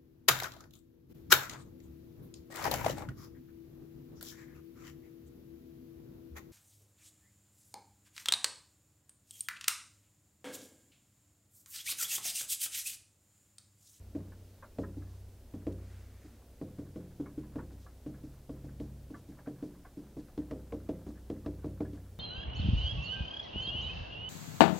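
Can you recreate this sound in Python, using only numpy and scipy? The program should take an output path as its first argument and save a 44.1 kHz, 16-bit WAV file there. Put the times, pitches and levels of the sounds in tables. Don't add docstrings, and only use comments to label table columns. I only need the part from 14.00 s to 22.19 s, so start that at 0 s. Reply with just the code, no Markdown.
import sys
import numpy as np
from scipy import signal
from scipy.fft import rfft, irfft
from scipy.io import wavfile
from scipy.ndimage import uniform_filter1d

SR = 44100
rng = np.random.default_rng(int(sys.argv[2]) if len(sys.argv) > 2 else 0)


def waveform_to_disk(signal):
    frames = np.transpose(np.atleast_2d(signal))
    scaled = np.clip(frames, -1, 1) * 32767
    samples = np.round(scaled).astype(np.int16)
    wavfile.write(sys.argv[1], SR, samples)


N = 361179
T = np.arange(N) / SR


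def undb(db):
    return 10 ** (np.asarray(db) / 20)


def add(out, s, sound):
    i = int(s * SR)
    out[i:i + len(sound)] += sound[:N - i]


def band_pass(lo_hz, hi_hz, x):
    return signal.sosfilt(signal.butter(2, [lo_hz, hi_hz], "band", fs=SR, output="sos"), x)


def coloured(table, db):
    hz, shape_db = np.transpose(table)
    f = np.maximum(np.arange(N // 2 + 1) * SR / N, 1)
    gain = undb(np.interp(np.log(f), np.log(hz), shape_db))
    noise = irfft(rfft(rng.standard_normal(N)) * gain, N)
    return noise * undb(db) / noise.std()


def ring(hz, db, t60, seconds):
    t = np.arange(int(seconds * SR))[:, None] / SR
    hz = hz * (1 + 0.01193 * rng.standard_normal(len(hz)))
    sign = rng.choice([-1, 1], len(hz))
    modes = sign * undb(db - 60 * t / t60) * np.sin(2 * np.pi * hz * t)
    soft_start = np.minimum(t[:, 0] / 0.0034, 1)
    return modes.sum(axis=1) * soft_start


def burst(lo_hz, hi_hz, t60, seconds=.1):
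    t = np.arange(int(seconds * SR)) / SR
    noise = band_pass(lo_hz, hi_hz, rng.standard_normal(len(t)))
    return noise / noise.std() * undb(-60 * t / t60)


def swells(rows):
    return sum(undb(db) * np.exp(-.5 * ((T - s) / half) ** 2) for s, db, half in rows)


def after_landings(rise_s):
    hits = np.zeros(N)
    p = np.exp(-1 / (rise_s * SR))
    hits[(np.array(LANDINGS)[:, 0] * SR).astype(int)] = np.e / (rise_s * SR)
    return signal.lfilter([0, 1], [1, -2 * p, p * p], hits)


# [f/Hz, relative level/dB per Hz]
ROOM_SPECTRUM = [(12, -25), (20, -3.5), (85, -6.5), (116, -9.5), (149, -18.5), (220, -12.5), (363, -17.5),
                 (551, -20), (1170, -34.5), (1380, -33.5), (2100, -36.5), (14400, -40), (15600, -40)]
ROOM_DB = -57.5


def room():
    return coloured(ROOM_SPECTRUM, ROOM_DB)


# [f/Hz, relative level/dB per Hz]
HISS_SPECTRUM = [(180, -40), (300, -19.5), (923, -0.5), (1820, -10.5), (2450, -2.5), (5160, 0), (13700, 2),
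                 (15600, -0.5)]
# [f/Hz, relative level/dB per Hz]
STIR_SPECTRUM = [(12, -17), (25, 10), (60, -14), (125, -29), (250, -26)]
HISS_DB, STIR_DB = -75.5, -84


def hiss_and_stir():
    return coloured(HISS_SPECTRUM, HISS_DB) + coloured(STIR_SPECTRUM, STIR_DB)


# [middle t/s, level of the low band/dB, half length/s]
SLEEVE_SWISHES = [(1.945, -69, .11), (2.255, -72.5, 0.087)]
SLEEVE_TREBLE_DB = -4.5


def sleeve():
    low = band_pass(1100, 2360, rng.standard_normal(N))
    high = band_pass(3000, 8400, rng.standard_normal(N))
    swish = low / low.std() + undb(SLEEVE_TREBLE_DB) * high / high.std()
    return swish * swells(SLEEVE_SWISHES)


# [middle t/s, level/dB, half length/s]
FELT_SLIDES = [(0.48, -78.5, 0.13), (0.81, -70, 0.023), (1.14, -76, 0.086), (1.727, -66.5, 0.0041),
               (3.83, -73, .03), (4.33, -79, 0.061), (4.84, -75, 0.028), (5.18, -73.5, 0.026),
               (5.66, -74, 0.032), (6.2, -69.5, 0.0085), (7.09, -73, 0.024), (7.96, -79, 0.016)]
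RUB_DB, RUB_RISE_S = -75, 0.012
SCRAPE_DB, SCRAPE_S = -82, 0.053


def rub():
    slips = rng.standard_normal(N) * undb(2 * rng.exponential(size=N))
    grain = band_pass(3000, 7500, slips)
    coarse = rng.standard_normal(N) * (rng.random(N) < 250 / SR)
    scrape = band_pass(800, 2000, coarse)
    hiss_gain = np.hypot(undb(RUB_DB) * after_landings(RUB_RISE_S), swells(FELT_SLIDES))
    scrape_gain = undb(SCRAPE_DB) * after_landings(SCRAPE_S)
    return grain / grain.std() * hiss_gain + scrape / scrape.std() * scrape_gain


# [t/s, strength before each layer's offset/dB]
CATCHES = [(0.203, -63), (0.317, -56.5), (0.623, -46), (0.8298, -47), (1.0178, -59), (3.256, -50),
           (3.431, -60.5), (3.449, -70), (3.536, -67), (3.519, -63), (3.581, -45.5), (3.703, -64),
           (3.861, -53.5), (4.139, -58.5), (5.139, -48.5), (5.319, -62), (5.386, -55), (5.459, -51.5),
           (5.5816, -64), (5.747, -65), (5.847, -50.5), (6.19, -65), (6.283, -60), (6.415, -61),
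           (6.589, -62.5), (6.665, -65), (7.014, -63), (7.1, -62), (7.172, -62), (7.362, -65), (7.445, -59),
           (7.632, -59), (7.771, -63), (7.846, -53.5), (7.971, -60.5), (7.996, -63)]
# [f/Hz, relative level/dB, time to fade by 60 dB/s]
SKIN_MODES = [(382, -5, .12), (581, -3, .14), (750, -4, .14), (1000, -3, .14), (1140, -2, .13),
              (1400, -6, .08), (1540, -3, .07), (1690, -1, .09), (2030, -13, .14)]
SKIN_SCATTER_DB = 2
FAINT_DB, FAINT_SCATTER_DB = -68, 1.5
STROKE_S = .16
TICK_S, TICK_SHORTER_PER_DB = .013, 0.07


def faint_catches():
    catches = []
    for s, *_ in LANDINGS:
        for place, luck in rng.random((2, 2)):
            catches.append((s + STROKE_S * (0.22 + place), FAINT_DB - FAINT_SCATTER_DB * np.log(luck)))
    return catches


def ticks():
    out = np.zeros(N)
    hz, db, t60 = np.transpose(SKIN_MODES)
    t = np.arange(SR // 20) / SR
    dull = signal.butter(4, 1750, fs=SR, output="sos")
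    for s, tick_db in CATCHES + faint_catches():
        length = TICK_S * np.clip(1 + TICK_SHORTER_PER_DB * (tick_db + 46), .2, 1)
        slips = rng.standard_normal(len(t)) ** 3 * np.sqrt(t / length) * np.exp(-2 * t / length)
        modes_db = db + SKIN_SCATTER_DB * rng.standard_normal(len(hz))
        skin = signal.fftconvolve(slips, ring(hz, modes_db, t60, .15))
        grit = signal.sosfilt(dull, signal.fftconvolve(slips, burst(450, 1800, .11)))
        add(out, s, undb(tick_db - 11) * skin / skin[:SR // 50].std())
        add(out, s, undb(tick_db - 7) * grit / grit[:SR // 50].std())
    return out


# [f/Hz, time to fade by 60 dB/s]
DEEP_SWINGS = [(61.8, 3.3), (94.1, 2.0), (134.5, 1.4)]
OUTSET_DB = [-49, -49, -76]
# [t/s, gain on first swing, gain on second, gain on third]
PUSH_GAINS = [(0, 0.11, 0.3, .02), (1.7, 0.28, 0.5, 0.058), (2.599, 0.17, 0.3, 0.27), (3.4, 0.13, .13, 0.2),
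              (4.7, 0.26, 0.23, 0.47), (5.4, 0.093, 0.061, 0.31), (6.2, 0.22, -0.072, 0.26),
              (6.5, 0.22, -0.23, 0.043), (7.1, 0.25, -0.1, -0.12), (7.3, 0.31, -0.26, -0.13),
              (7.9, 0.067, -0.42, -0.41)]
EARLIER_BLOW_S = .169
SOFT_LEAD_S_PER_DB, SOFT_GAIN = .00012, 0.028


def swings():
    s, edge_db, thud_db, _ = np.transpose(LANDINGS)
    at, *gains = np.transpose(PUSH_GAINS)
    soft_db = np.maximum(thud_db - edge_db, 0)
    place = ((s - SOFT_LEAD_S_PER_DB * soft_db) * SR).astype(int)
    half = SR // 500
    contact = np.hanning(SR // 250) / half
    out = np.zeros(N)
    for (hz, t60), start_db, gain in zip(DEEP_SWINGS, OUTSET_DB, gains):
        push = np.zeros(N, complex)
        push[place] = np.interp(s, at, gain) * undb(thud_db + SOFT_GAIN * soft_db)
        push = signal.fftconvolve(push, contact)[half:][:N]
        push[0] = undb(start_db) * np.exp(2j * np.pi * hz * EARLIER_BLOW_S)
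        step = np.exp((2j * np.pi * hz - np.log(1000) / t60) / SR)
        out += signal.lfilter([1], [1, -step], push).real
    return out


def thud(thud_hz, hold):
    t = np.arange(SR // 10) / SR
    wobble = uniform_filter1d(rng.standard_normal((2, len(t))), size=160) * np.sqrt(160)
    phase = 2 * np.pi * np.cumsum(thud_hz * (1 + .05 * wobble[0])) / SR
    peak_db = 4 * np.exp(-((t - hold) / .003) ** 2)
    drop_db = -60 * np.maximum(t - hold, 0) / .03
    soft_start = np.minimum(t / 0.00224, 1)
    return soft_start * undb(peak_db + drop_db + 0.87 * wobble[1]) * np.sin(phase)


# [t/s, hard edge level/dB, thud level/dB, crack level/dB]
LANDINGS = [(0.15, -42.5, -34, -78), (0.785, -35.5, -32, -65), (0.969, -74, -40.5, -80),
            (1.538, -49, -38, -83), (1.668, -36.5, -32.5, -60), (2.247, -63, -51, -74),
            (2.613, -42, -38, -92), (2.785, -46.5, -38.5, -85), (2.958, -42.5, -36, -75),
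            (3.198, -46.5, -34.5, -86), (3.377, -51, -36, -80), (3.557, -41, -34.5, -76),
            (3.716, -59.5, -48.5, -77), (4.062, -44.5, -36.5, -78), (4.236, -66.5, -44, -74),
            (4.493, -43, -38, -69), (4.642, -50.5, -42.5, -91), (4.8, -45, -36.5, -61.5),
            (5.101, -53.5, -40.5, -80), (5.288, -71, -43.5, -69), (5.472, -43.5, -38, -80),
            (5.625, -44, -37.5, -77), (5.971, -57, -40.5, -79), (6.167, -45.5, -40.5, -79),
            (6.377, -43.5, -35, -57.5), (6.51, -35, -34, -56.5), (6.723, -36.5, -33.5, -64),
            (6.89, -36, -32, -57), (7.065, -48, -37, -83), (7.3, -39.5, -33, -58.5),
            (7.461, -36, -34, -55.5), (7.644, -39, -33, -77), (7.805, -36, -33, -62),
            (7.932, -75, -41, -66)]
# [t/s, thud f/Hz, length of first throb/s, delay of second throb/s, its level against the first/dB]
FRAME_RETURN = [(0, 286, 0.013, 0.026, -4), (1.7, 298.5, 0.016, 0.029, -19.5),
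                (3.399, 286.3, 0.013, .03, -9.5), (4.6, 283, 0.013, .026, -13),
                (5.601, 284.3, 0.015, 0.0221, -4), (6.301, 296, 0.0047, .011, -1),
                (7.2, 294.3, 0.0042, 0.01202, -1.5), (8.2, 291, 0.0036, .012, -2.5)]
# [f/Hz, relative level/dB, time to fade by 60 dB/s]
PLATE_MODES = [(151.7, -6, 0.75), (182.3, -5.5, 0.83), (213, -5, 0.7), (235, -4, 0.25), (265.8, -1.5, 0.2),
               (285.7, -4.5, 0.55), (299.7, 0.5, 0.39), (345, -8.5, 0.59), (402, -11, 0.47),
               (441.4, -9.5, 0.21), (467.4, -3.5, 0.15), (508, -17.5, 0.58), (537, -15.5, 0.41),
               (616, -12.5, 0.27), (637.4, -11.5, 0.16), (683, -22, 0.097), (775, -38, 0.077),
               (889, -30.5, 0.063), (983, -24, 0.11), (1110, -17.5, 0.058), (1180, -49, 0.25),
               (1400, -41, 0.26)]
PLATE_DB, PLATE_SCATTER_DB = -10, 3
THUD_S = 0.0167
AGAIN_S, AGAIN_DB = .025, -12


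def landings():
    out = np.zeros(N)
    hz, db, t60 = np.transpose(PLATE_MODES)
    at, *paths = np.transpose(FRAME_RETURN)
    high = np.clip(np.log2(hz / 330) / 0.4, 0, 1)
    for s, edge_db, thud_db, crack_db in LANDINGS:
        thud_hz, first, delay, return_db = (np.interp(s, at, path) for path in paths)
        back_s, back_db = s + delay, thud_db + return_db
        add(out, s, undb(thud_db) * thud(thud_hz, first))
        add(out, back_s, -undb(back_db) * thud(thud_hz, THUD_S))
        add(out, back_s + AGAIN_S, undb(back_db + AGAIN_DB) * thud(thud_hz, THUD_S))

        blow_db = (1 - high) * (thud_db + PLATE_DB) + high * edge_db
        modes_db = blow_db + db + PLATE_SCATTER_DB * rng.standard_normal(len(hz))
        add(out, s, ring(hz, modes_db, t60, 0.34))

        add(out, s, undb(thud_db - 12.5) * burst(134, 347, 0.56, seconds=0.77))
        add(out, s, undb(edge_db - 5.0) * burst(354, 683, 0.094))
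        add(out, s, undb(edge_db - 15.5) * burst(490, 2080, 0.027))
        add(out, s, undb(crack_db) * burst(1300, 4500, 0.047))
    return out


def scene():
    mid = room() + sleeve() + rub() + ticks() + swings() + landings()
    side = hiss_and_stir()
    return mid + side * np.array([[1], [-1]])


def record(dry):
    return signal.sosfilt(signal.ellip(10, .2, 70, 15740, fs=SR, output="sos"), dry)


dry = scene()
out = record(dry)
waveform_to_disk(out)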